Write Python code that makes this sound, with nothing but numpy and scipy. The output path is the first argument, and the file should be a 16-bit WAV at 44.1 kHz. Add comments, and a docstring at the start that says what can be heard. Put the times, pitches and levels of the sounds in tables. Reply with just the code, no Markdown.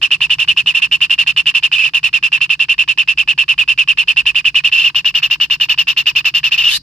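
"""A faint rumble from outside fills an earth burrow throughout. From the start a nestling begs close by,
about ten short buzzing calls a second, now and then slurred together. In each call the syrinx pops open
with a soft tick, sounds a rough arched whistle under a rasp of turbulent air, and shuts with another tick;
near walls colour the sound, and a short, weak ring follows. Just before 5 s the bird turns to face the
listener and its voice grows hoarser. Near 6.7 s the series ends in a harsh, rising screech."""
import sys
import numpy as np
from scipy import signal
from scipy.fft import rfft, irfft, next_fast_len
from scipy.io import wavfile
from scipy.ndimage import uniform_filter1d, minimum_filter1d

SR = 44100
rng = np.random.default_rng(int(sys.argv[2]) if len(sys.argv) > 2 else 0)


def int16_out(signal):
    """Quantize to a 16-bit WAV file."""
    q = np.round(np.clip(np.atleast_2d(signal).T, -1, 1) * 32767)
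    wavfile.write(sys.argv[1], SR, q.astype(np.int16))


N = 300762
TIME = np.arange(N) / SR
FREQS = np.fft.rfftfreq(N, 1 / SR)
USUAL_HZ, USUAL_LENGTH_S, USUAL_SPACING_S = 2780, 0.041, .095  # an ordinary call

# Levels in all tables are relative.
# spectrum of the rumble: (frequency [Hz], density [dB])
RUMBLE_SPECTRUM = [(33, -29.5), (48, 0), (62, -5), (82, -10.5), (105, -9.5), (135, 2), (165, -2),
                   (210, -17), (320, -15.5), (500, -32.5), (1500, -40.5), (5000, -32), (15000, -55.5)]
# drift of the whole rumble: (time [s], level [dB])
RUMBLE_LEVEL = [(0, -48.5), (.5, -45), (.8, -48), (2.4, -50.5), (3.4, -49.5), (6.8, -48.5)]
# swell of its deepest part: (time [s], gain [dB])
DEEP_SWELL = [(0, -1), (.7, -9), (2.2, -3), (3.2, 4), (4.2, 6), (5.1, 1), (6.8, 3)]
# the begging calls: (onset [s], length [s])
CALL_TIMES = [(0.023, 0.0453), (0.113, 0.0427), (0.213, .046), (.303, 0.0445), (0.392, .048),
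              (0.483, 0.0428), (.572, .042), (0.668, .049), (.747, .048), (0.82, 0.04113), (.92, 0.0437),
              (1.013, 0.0442), (1.104, 0.0416), (1.187, 0.0428), (1.271, .043), (1.371, 0.0411),
              (1.465, 0.04286), (1.548, .042), (1.633, 0.037), (1.723, .056), (1.781, 0.06744),
              (1.837, .049), (1.943, 0.0443), (2.038, 0.045), (2.137, 0.04375), (2.234, 0.0428),
              (2.326, 0.04646), (2.413, 0.0409), (2.501, 0.0445), (2.6, 0.043), (2.693, 0.0428),
              (2.788, .044), (2.885, 0.042), (2.983, 0.04324), (3.083, 0.0436), (3.182, 0.0432),
              (3.283, 0.0419), (3.385, .046), (3.488, 0.044), (3.587, 0.044), (3.685, 0.0453),
              (3.784, 0.0464), (3.883, .042), (3.981, 0.0464), (4.082, .042), (4.169, 0.0419),
              (4.263, .046), (4.354, 0.0488), (4.452, 0.04206), (4.552, 0.046), (4.645, 0.0426),
              (4.723, 0.0611), (4.778, 0.0646), (4.84, 0.0538), (4.954, .047), (5.053, .048), (5.149, .046),
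              (5.227, .042), (5.308, 0.0425), (5.408, 0.04435), (5.507, 0.0452), (5.607, 0.04524),
              (5.694, .043), (5.784, 0.0415), (5.878, 0.0452), (5.972, .045), (6.065, .042), (6.159, .043),
              (6.252, 0.043), (6.347, .046), (6.439, .047), (6.517, .041), (6.577, .06), (6.637, 0.048),
              (6.667, .039), (6.703, .064)]
# course of every call: (position [share of length], effort [dB], pitch [ratio])
CALL_ARCH = [(-.09, -32, .86), (-.02, -13, .915), (0.039, -1, .96), (.16, 1.5, 1.005), (0.349, -2, 1.025),
             (.62, -2, .985), (0.838, -4.5, .945), (1.0, -13.5, .94), (1.118, -25.5, 1.0),
             (1.281, -43.5, 1.02)]
# drift of the calls' base pitch: (time [s], frequency [Hz])
PITCH_DRIFT = [(0, 2764), (.25, 2830), (1.72, 2798), (1.78, 2688), (1.84, 2795), (2.04, 2710), (2.7, 2753),
               (3.1, 2705), (4.6, 2770), (4.9, 2866), (5.9, 2826), (6.25, 2746), (6.666, 2893), (6.7, 3067)]
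# the longer the syrinx has been shut, the harder it pops open: (pause [s], level [dB])
OPENING_LEVEL = [(0, -60), (.034, -26.5), (.046, -24), (.056, -19.5)]
# tick of the syrinx opening or closing: (frequency [Hz], density [dB])
TICK_SPECTRUM = [(300, -24.5), (650, -34), (950, -7), (1400, -13.5), (2300, -9), (2900, 1.5), (3550, -14),
                 (5400, -24), (7000, -47), (15000, -45.5)]
# drift of the whistle: (time [s], level [dB])
WHISTLE_LEVEL = [(0, -8.5), (1.3, -8.5), (2.1, -8.5), (3.451, -7.5), (4.8, -7.5), (5.0, -9), (6.666, -9),
                 (6.7, -18)]
# response of the throat to the whistle: (frequency [Hz], gain [dB])
THROAT_RESPONSE = [(1900, -4.5), (2250, -14.5), (2450, -3), (2750, -2), (3100, 5), (3550, 0.5), (4200, 13),
                   (5500, -11)]
# the rasp, hoarser toward the end: (time [s], level [dB])
RASP_LEVEL = [(0, -28.5), (.8, -29.5), (1.15, -28), (1.63, -28), (1.78, -32), (2.0, -28), (2.45, -30.5),
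              (4.75, -29), (4.95, -26), (6.25, -23.5), (6.7, -27)]
# the rasp with the beak side-on: (frequency [Hz], density [dB])
RASP_SPECTRUM = [(200, -21.5), (500, -15.5), (650, -15), (900, -1), (1700, 0), (2150, 3), (2800, 10.5),
                 (3500, 7.5), (4300, -2.5), (6000, -6), (8000, -8.5), (9700, -15), (11000, -31.5),
                 (13500, -18), (15400, -24.5)]
# its change once the beak faces the listener: (frequency [Hz], gain [dB])
FACING_RESPONSE = [(2500, -3), (5500, 0.5), (7500, -6), (9400, -14), (10700, 3), (15000, 5.5)]
# peaks and dips of the burrow: (centre [Hz], width [Hz], left gain [dB], right gain [dB])
BURROW_BANDS = [(770, 290, 1, -10), (1316, 363, -2.5, -7.5), (1744, 290, 4, 5), (1908, 195, -19.5, 2),
                (2420, 300, -3, 4.5), (3268, 150, -7, -18.5), (3574, 130, -5, 4), (4220, 160, -1, -1),
                (4273, 73, 14.5, -2), (4836, 120, 12, 8), (5096, 110, -12, 1.5), (5370, 580, 8, -6),
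                (7060, 300, -1.5, 1.5), (9680, 860, -6.5, 8)]
# left-right likeness of noise between the walls: (frequency [Hz], coherence [0-1], left lead [rad])
BURROW_COHERENCE = [(550, 0.67, 0.6), (900, 0.78, -0.65), (1250, 0.73, -0.65), (1720, 0.82, -2.5),
                    (1900, .6, 0.4), (2020, .8, -1.35), (2500, 0.94, 0.3), (3000, 1, .25), (3330, 0.52, -3),
                    (3550, 0.64, 0.8), (4120, 0.47, 1.37), (5600, 0.38, 4), (6800, 0.53, 1.54),
                    (8030, 0.79, 3.5), (9100, 0.53, 1.83), (12500, .6, 1.1), (15000, .6, 2)]
# first echoes off the near walls: (channel [0 left, 1 right], delay [s], gain [ratio])
WALL_ECHOES = [(0, .00081, -.13), (0, .001195, -.18), (0, .001515, .12), (0, .002035, -.11),
               (1, .00078, .14), (1, .00099, -.13), (1, .00115, .16)]
# the short ring after each call: (frequency [Hz], time to fall 60 dB [s])
RING_DECAY = [(300, 0.21), (3600, 0.12), (4800, 0.2), (6300, 0.075)]
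# course of the screech: (time [s], level [dB], main resonance [Hz])
SCREECH_COURSE = [(6.677, -34.5, 3454), (6.713, -22, 3570), (6.746, -19, 3930), (6.771, -19, 4210),
                  (6.784, -41, 4400), (6.79, -68, 4400)]
# its resonances: (centre [ratio to main resonance], half-width [Hz], level [dB])
SCREECH_RESONANCES = [(.46, 220, -16), (.97, 258, -1), (1.16, 237, -6)]
# its hiss: (frequency [Hz], density [dB])
HISS_SPECTRUM = [(500, -40), (1500, -11.5), (3000, 5.5), (4700, 7), (6000, 3), (9000, -1), (13000, -8),
                 (15500, -15.5)]


def amp(db):
    """Amplitude ratio of a level in decibels."""
    return 10 ** (np.asarray(db) / 20)


def unit(x):
    """Normalisation to rms 1."""
    return x / np.sqrt(np.mean(abs(x) ** 2) + 1e-20)


def read(points, hz=FREQS):
    """Interpolation of a table on a log-frequency axis."""
    f, value = np.transpose(points)
    return np.interp(np.log(hz + 1), np.log(f), value)


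def shaped(x, db):
    """Zero-phase filtering by a gain in dB at each frequency."""
    return irfft(rfft(x) * amp(db), N)


def low_pass(x, hz, order=8):
    """Zero-phase filtering that keeps what lies below a frequency."""
    return irfft(rfft(x) / (1 + (FREQS / hz) ** order), N)


def flutter(hz):
    """Low-passed noise: random wavering up to a rate, rms 1."""
    size = next_fast_len(N, True)
    response = 1 / (1 + (np.fft.rfftfreq(size, 1 / SR) / hz) ** 4)
    return unit(irfft(rfft(rng.standard_normal(size)) * response, size)[:N])


def random_phasor(hz):
    """Random amplitude and phase modulation, which spreads a tone into a band."""
    return flutter(hz) + 1j * flutter(hz)


def noise_pair(db, coherence):
    """Partial coherence: left and right share part of a coloured noise."""
    left, independent = rfft(rng.standard_normal((2, N)))
    right = coherence * left + np.sqrt(np.maximum(1 - abs(coherence) ** 2, 0)) * independent
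    return unit(irfft(np.array([left, right]) * amp(db), N))


def burrow_colour():
    """Interference between near earth walls: peaks and dips in dB for each channel."""
    return sum(np.array([[left], [right]]) * np.exp(-2 * ((FREQS - hz) / width) ** 2)
               for hz, width, left, right in BURROW_BANDS)


def burrow_coherence():
    """Complex coherence: likeness and phase between the channels at each frequency."""
    table = np.array(BURROW_COHERENCE)
    return np.clip(read(table[:, :2]), 0, 1) * np.exp(-1j * read(table[:, ::2]))


def rumble(gain_db=2, deep_hz=55):
    """Noise from outside; its long wavelengths arrive nearly alike at left and right."""
    coherence = read([(150, 0.99), (300, 0.99), (1000, 0.97), (4000, 0.39)])
    noise = noise_pair(read(RUMBLE_SPECTRUM), coherence)
    deep = low_pass(noise, deep_hz)
    noise = noise - deep + deep * amp(np.interp(TIME, *np.transpose(DEEP_SWELL)))
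    return amp(gain_db + np.interp(TIME, *np.transpose(RUMBLE_LEVEL))) * noise


def calls(spacing_range_s=(.08, 0.096), rest_power=.12, spend_db_per_s=217, spend_max_db=1.53):
    """Effort and recovery, a row a call: a longer rest raises the pitch, a longer call is weaker."""
    onset, length = np.transpose(CALL_TIMES)
    hz, whistle_db, rasp_db = (np.interp(onset, *np.transpose(drift))
                               for drift in (PITCH_DRIFT, WHISTLE_LEVEL, RASP_LEVEL))
    spacing = np.diff(onset, prepend=onset[0] - USUAL_SPACING_S)
    hz = hz * (np.clip(spacing, *spacing_range_s) / USUAL_SPACING_S) ** rest_power
    pause = spacing - np.append(USUAL_LENGTH_S, length[:-1])
    opening_db = np.interp(pause, *np.transpose(OPENING_LEVEL))
    spent_db = np.minimum(spend_db_per_s * (length - USUAL_LENGTH_S), spend_max_db)
    return np.transpose([onset, length, hz, whistle_db - spent_db, rasp_db - .5 * spent_db, opening_db])


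def ticks(lead_s=0.0083, after_s=0.00071, open_rise_s=0.0015, close_rise_s=0.0028,
          close_db=-29, close_spread_db=2.5, wall_share=0.93):
    """Transient excitation: a puff rings the throat as the syrinx opens, and again as it shuts."""
    gain = np.zeros(N)
    for (onset, length, *_, opening_db), chance in zip(calls(), rng.standard_normal(len(CALL_TIMES))):
        opens = (onset - lead_s, opening_db, open_rise_s)
        shuts = (onset + length + after_s, close_db + close_spread_db * chance, close_rise_s)
        for start, db, rise in [opens, shuts]:
            at = slice(int(start * SR), int(start * SR) + SR // 30)
            age = np.maximum(TIME[at] - start, 0) / (2 * rise)  # 1 at the puff's peak
            gain[at] += amp(db) * age * np.exp((1 - age ** 2) / 2)
    return gain * noise_pair(read(TICK_SPECTRUM) + wall_share * burrow_colour(), burrow_coherence())


def call_contours(rasp_follow=0.71, arch_power=2.995, arch_spread=.33):
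    """Pitch and gains of the voice: overlapping calls add in power, and the stronger leads the pitch."""
    share, effort_db, bend = np.transpose(CALL_ARCH)
    pitch, whistle_gain, rasp_gain = np.full(N, 2700.), np.zeros(N), np.zeros(N)
    chances = rng.standard_normal(len(CALL_TIMES))
    for (onset, length, hz, whistle_db, rasp_db, _), chance in zip(calls(), chances):
        at = np.flatnonzero((TIME > onset + share[0] * length) & (TIME < onset + share[-1] * length))
        position = (TIME[at] - onset) / length
        effort = np.interp(position, share, effort_db)
        gain = amp(whistle_db + effort)
        arch_depth = (hz / USUAL_HZ) ** arch_power + arch_spread * chance  # higher calls arch more
        arched_hz = hz * np.interp(position, share, bend) ** arch_depth
        power_share = gain ** 2 / (gain ** 2 + whistle_gain[at] ** 2)
        pitch[at] += power_share * (arched_hz - pitch[at])
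        whistle_gain[at] = np.hypot(whistle_gain[at], gain)
        rasp_gain[at] = np.hypot(rasp_gain[at], amp(rasp_db + rasp_follow * effort))
    return pitch, whistle_gain, rasp_gain


def throat_buzz(hz=310, spread=0.299):
    """An uneven oscillation, rms 1, for amplitude modulation of whistle and rasp."""
    rate = hz * (1 + spread * flutter(hz=147.9))
    return np.sqrt(2) * np.sin(2 * np.pi * np.cumsum(rate) / SR)


def head_turn(start_s=4.61, end_s=4.94):
    """Source orientation: 0 while the beak is side-on, 1 once it faces the listener."""
    return np.interp(TIME, [start_s, end_s], [0, 1])


def whistle(pitch, gain, buzz, wander=0.01105, jitter=0.01718, buzz_depth=0.19,
            scatter=0.68, scatter_hz=350, facing_cut=0.3, right_lag_s=.000004, wall_share=0.44):
    """Source and filter: the throat shapes the wavering syrinx tone; wall scattering roughens it."""
    hz = pitch * (1 + wander * flutter(hz=70.4) + jitter * flutter(hz=428))
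    phase = 2 * np.pi * np.cumsum(hz) / SR
    echoes = np.array([random_phasor(scatter_hz) for _ in range(2)])
    # the tone comes more directly, and cleaner, once the beak faces the listener
    roughness = scatter * (1 - facing_cut * head_turn()) * unit(echoes + .5 * echoes[::-1])
    lag = np.exp(2j * np.pi * pitch * right_lag_s * np.array([[0], [-1]]))
    tone = unit((1 + buzz_depth * buzz + roughness) * lag) * np.exp(1j * phase)
    voice = np.sqrt(2) * gain * (tone + overtones(tone, phase, pitch)).real
    left_db = np.interp(head_turn(), [0, 1], [-1.2, .5])
    balance = amp(np.array([left_db, -left_db]))
    return shaped(voice * balance, read(THROAT_RESPONSE) + wall_share * burrow_colour())


def overtones(tone, phase, pitch, octave_db=-24, strain_db=-18, strain_power=13, strain_ratio=1.235):
    """A weak second harmonic, and an inharmonic band that flares when the pitch is pushed high."""
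    octave = amp(octave_db) * tone * np.exp(1j * phase) * np.array([[1], [.5]])
    ragged_band = unit(random_phasor(hz=170)) * np.exp(1j * strain_ratio * phase)
    strain = np.minimum(pitch / 2900, 1.04) ** strain_power
    return octave + amp(strain_db) * strain * ragged_band


def rasp(gain, buzz, buzz_depth=0.15, gain_db=7, treble_hz=4800, treble_lag_s=0.0018):
    """Turbulence in the throat pulses with the buzz; directivity lifts its top as the beak turns."""
    side_on = noise_pair(read(RASP_SPECTRUM) + burrow_colour(), burrow_coherence())
    turn = head_turn()
    air = (1 - turn) * side_on + turn * shaped(side_on, read(FACING_RESPONSE))
    body = low_pass(air, treble_hz)
    pole = np.exp(-1 / (treble_lag_s * SR))
    treble_gain = signal.lfilter([1 - pole], [1, -pole], gain)  # builds and fades a little late
    pulsing = unit(np.exp(buzz_depth * buzz))
    return amp(gain_db) * pulsing * (gain * body + treble_gain * (air - body))


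def near_walls(x):
    """Comb filtering: echoes a millisecond or two late interfere with the direct sound."""
    comb = np.ones((2, len(FREQS)), complex)
    for channel, delay, gain in WALL_ECHOES:
        comb[channel] += gain * np.exp(-2j * np.pi * FREQS * delay)
    return irfft(rfft(x) * comb, N)


def short_ring(x, wet_db=-27):
    """Exponential decay: a weak ring after each call lingers near 4.8 kHz, dies fastest above 6 kHz."""
    noise = rng.standard_normal((2, SR // 4))
    hz, t, spectra = signal.stft(noise, SR, nperseg=256)
    decay = amp(-60 * t / read(RING_DECAY, hz)[:, None])
    tail = signal.istft(spectra * decay, SR, nperseg=256)[1]
    wet = signal.fftconvolve(x, tail / np.linalg.norm(tail[0]), axes=1)[:, :N]
    colour_db = read([(1500, 5.9), (2750, -3), (4800, 9.5), (7000, 4.5), (13000, 10)])
    return shaped(wet, wet_db + colour_db)


def screech(hiss_db=-3):
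    """Narrow-band noise: the ragged resonances of a harsh cry rise together in broad hiss."""
    times, db, hz = np.transpose(SCREECH_COURSE)
    phase = 2 * np.pi * np.cumsum(np.interp(TIME, times, hz)) / SR
    bands = np.zeros((2, N))
    for ratio, width, band_db in SCREECH_RESONANCES:
        phasors = np.array([random_phasor(width) for _ in range(2)])
        bands += amp(band_db) * (phasors * np.exp(1j * ratio * phase)).real
    hiss = noise_pair(read(HISS_SPECTRUM), burrow_coherence())
    envelope = amp(np.interp(TIME, times, db, left=-120, right=-120))
    return envelope * (bands + amp(hiss_db) * hiss)


def scene():
    """Superposition of the bird between near walls, a short ring and the rumble from outside."""
    pitch, whistle_gain, rasp_gain = call_contours()
    buzz = throat_buzz()
    bird = near_walls(whistle(pitch, whistle_gain, buzz) + rasp(rasp_gain, buzz) + ticks() + screech())
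    return bird + short_ring(bird) + rumble()


def record(dry, ceiling=0.89, drive_db=1.5, cutoff_hz=15600):
    """Peak limiting holds down the loudest calls; a low-pass filter then limits the bandwidth."""
    driven = dry * amp(drive_db)
    allowed = np.minimum(1, ceiling / (abs(driven) + 1e-9))
    held = minimum_filter1d(allowed, size=61, axis=1)
    gain = uniform_filter1d(held, size=61, axis=1)
    band_limit = signal.firwin(401, cutoff_hz, window=("kaiser", 9), fs=SR)
    return signal.oaconvolve(driven * gain, band_limit[None], "same")


dry = scene()
out = record(dry)
int16_out(out)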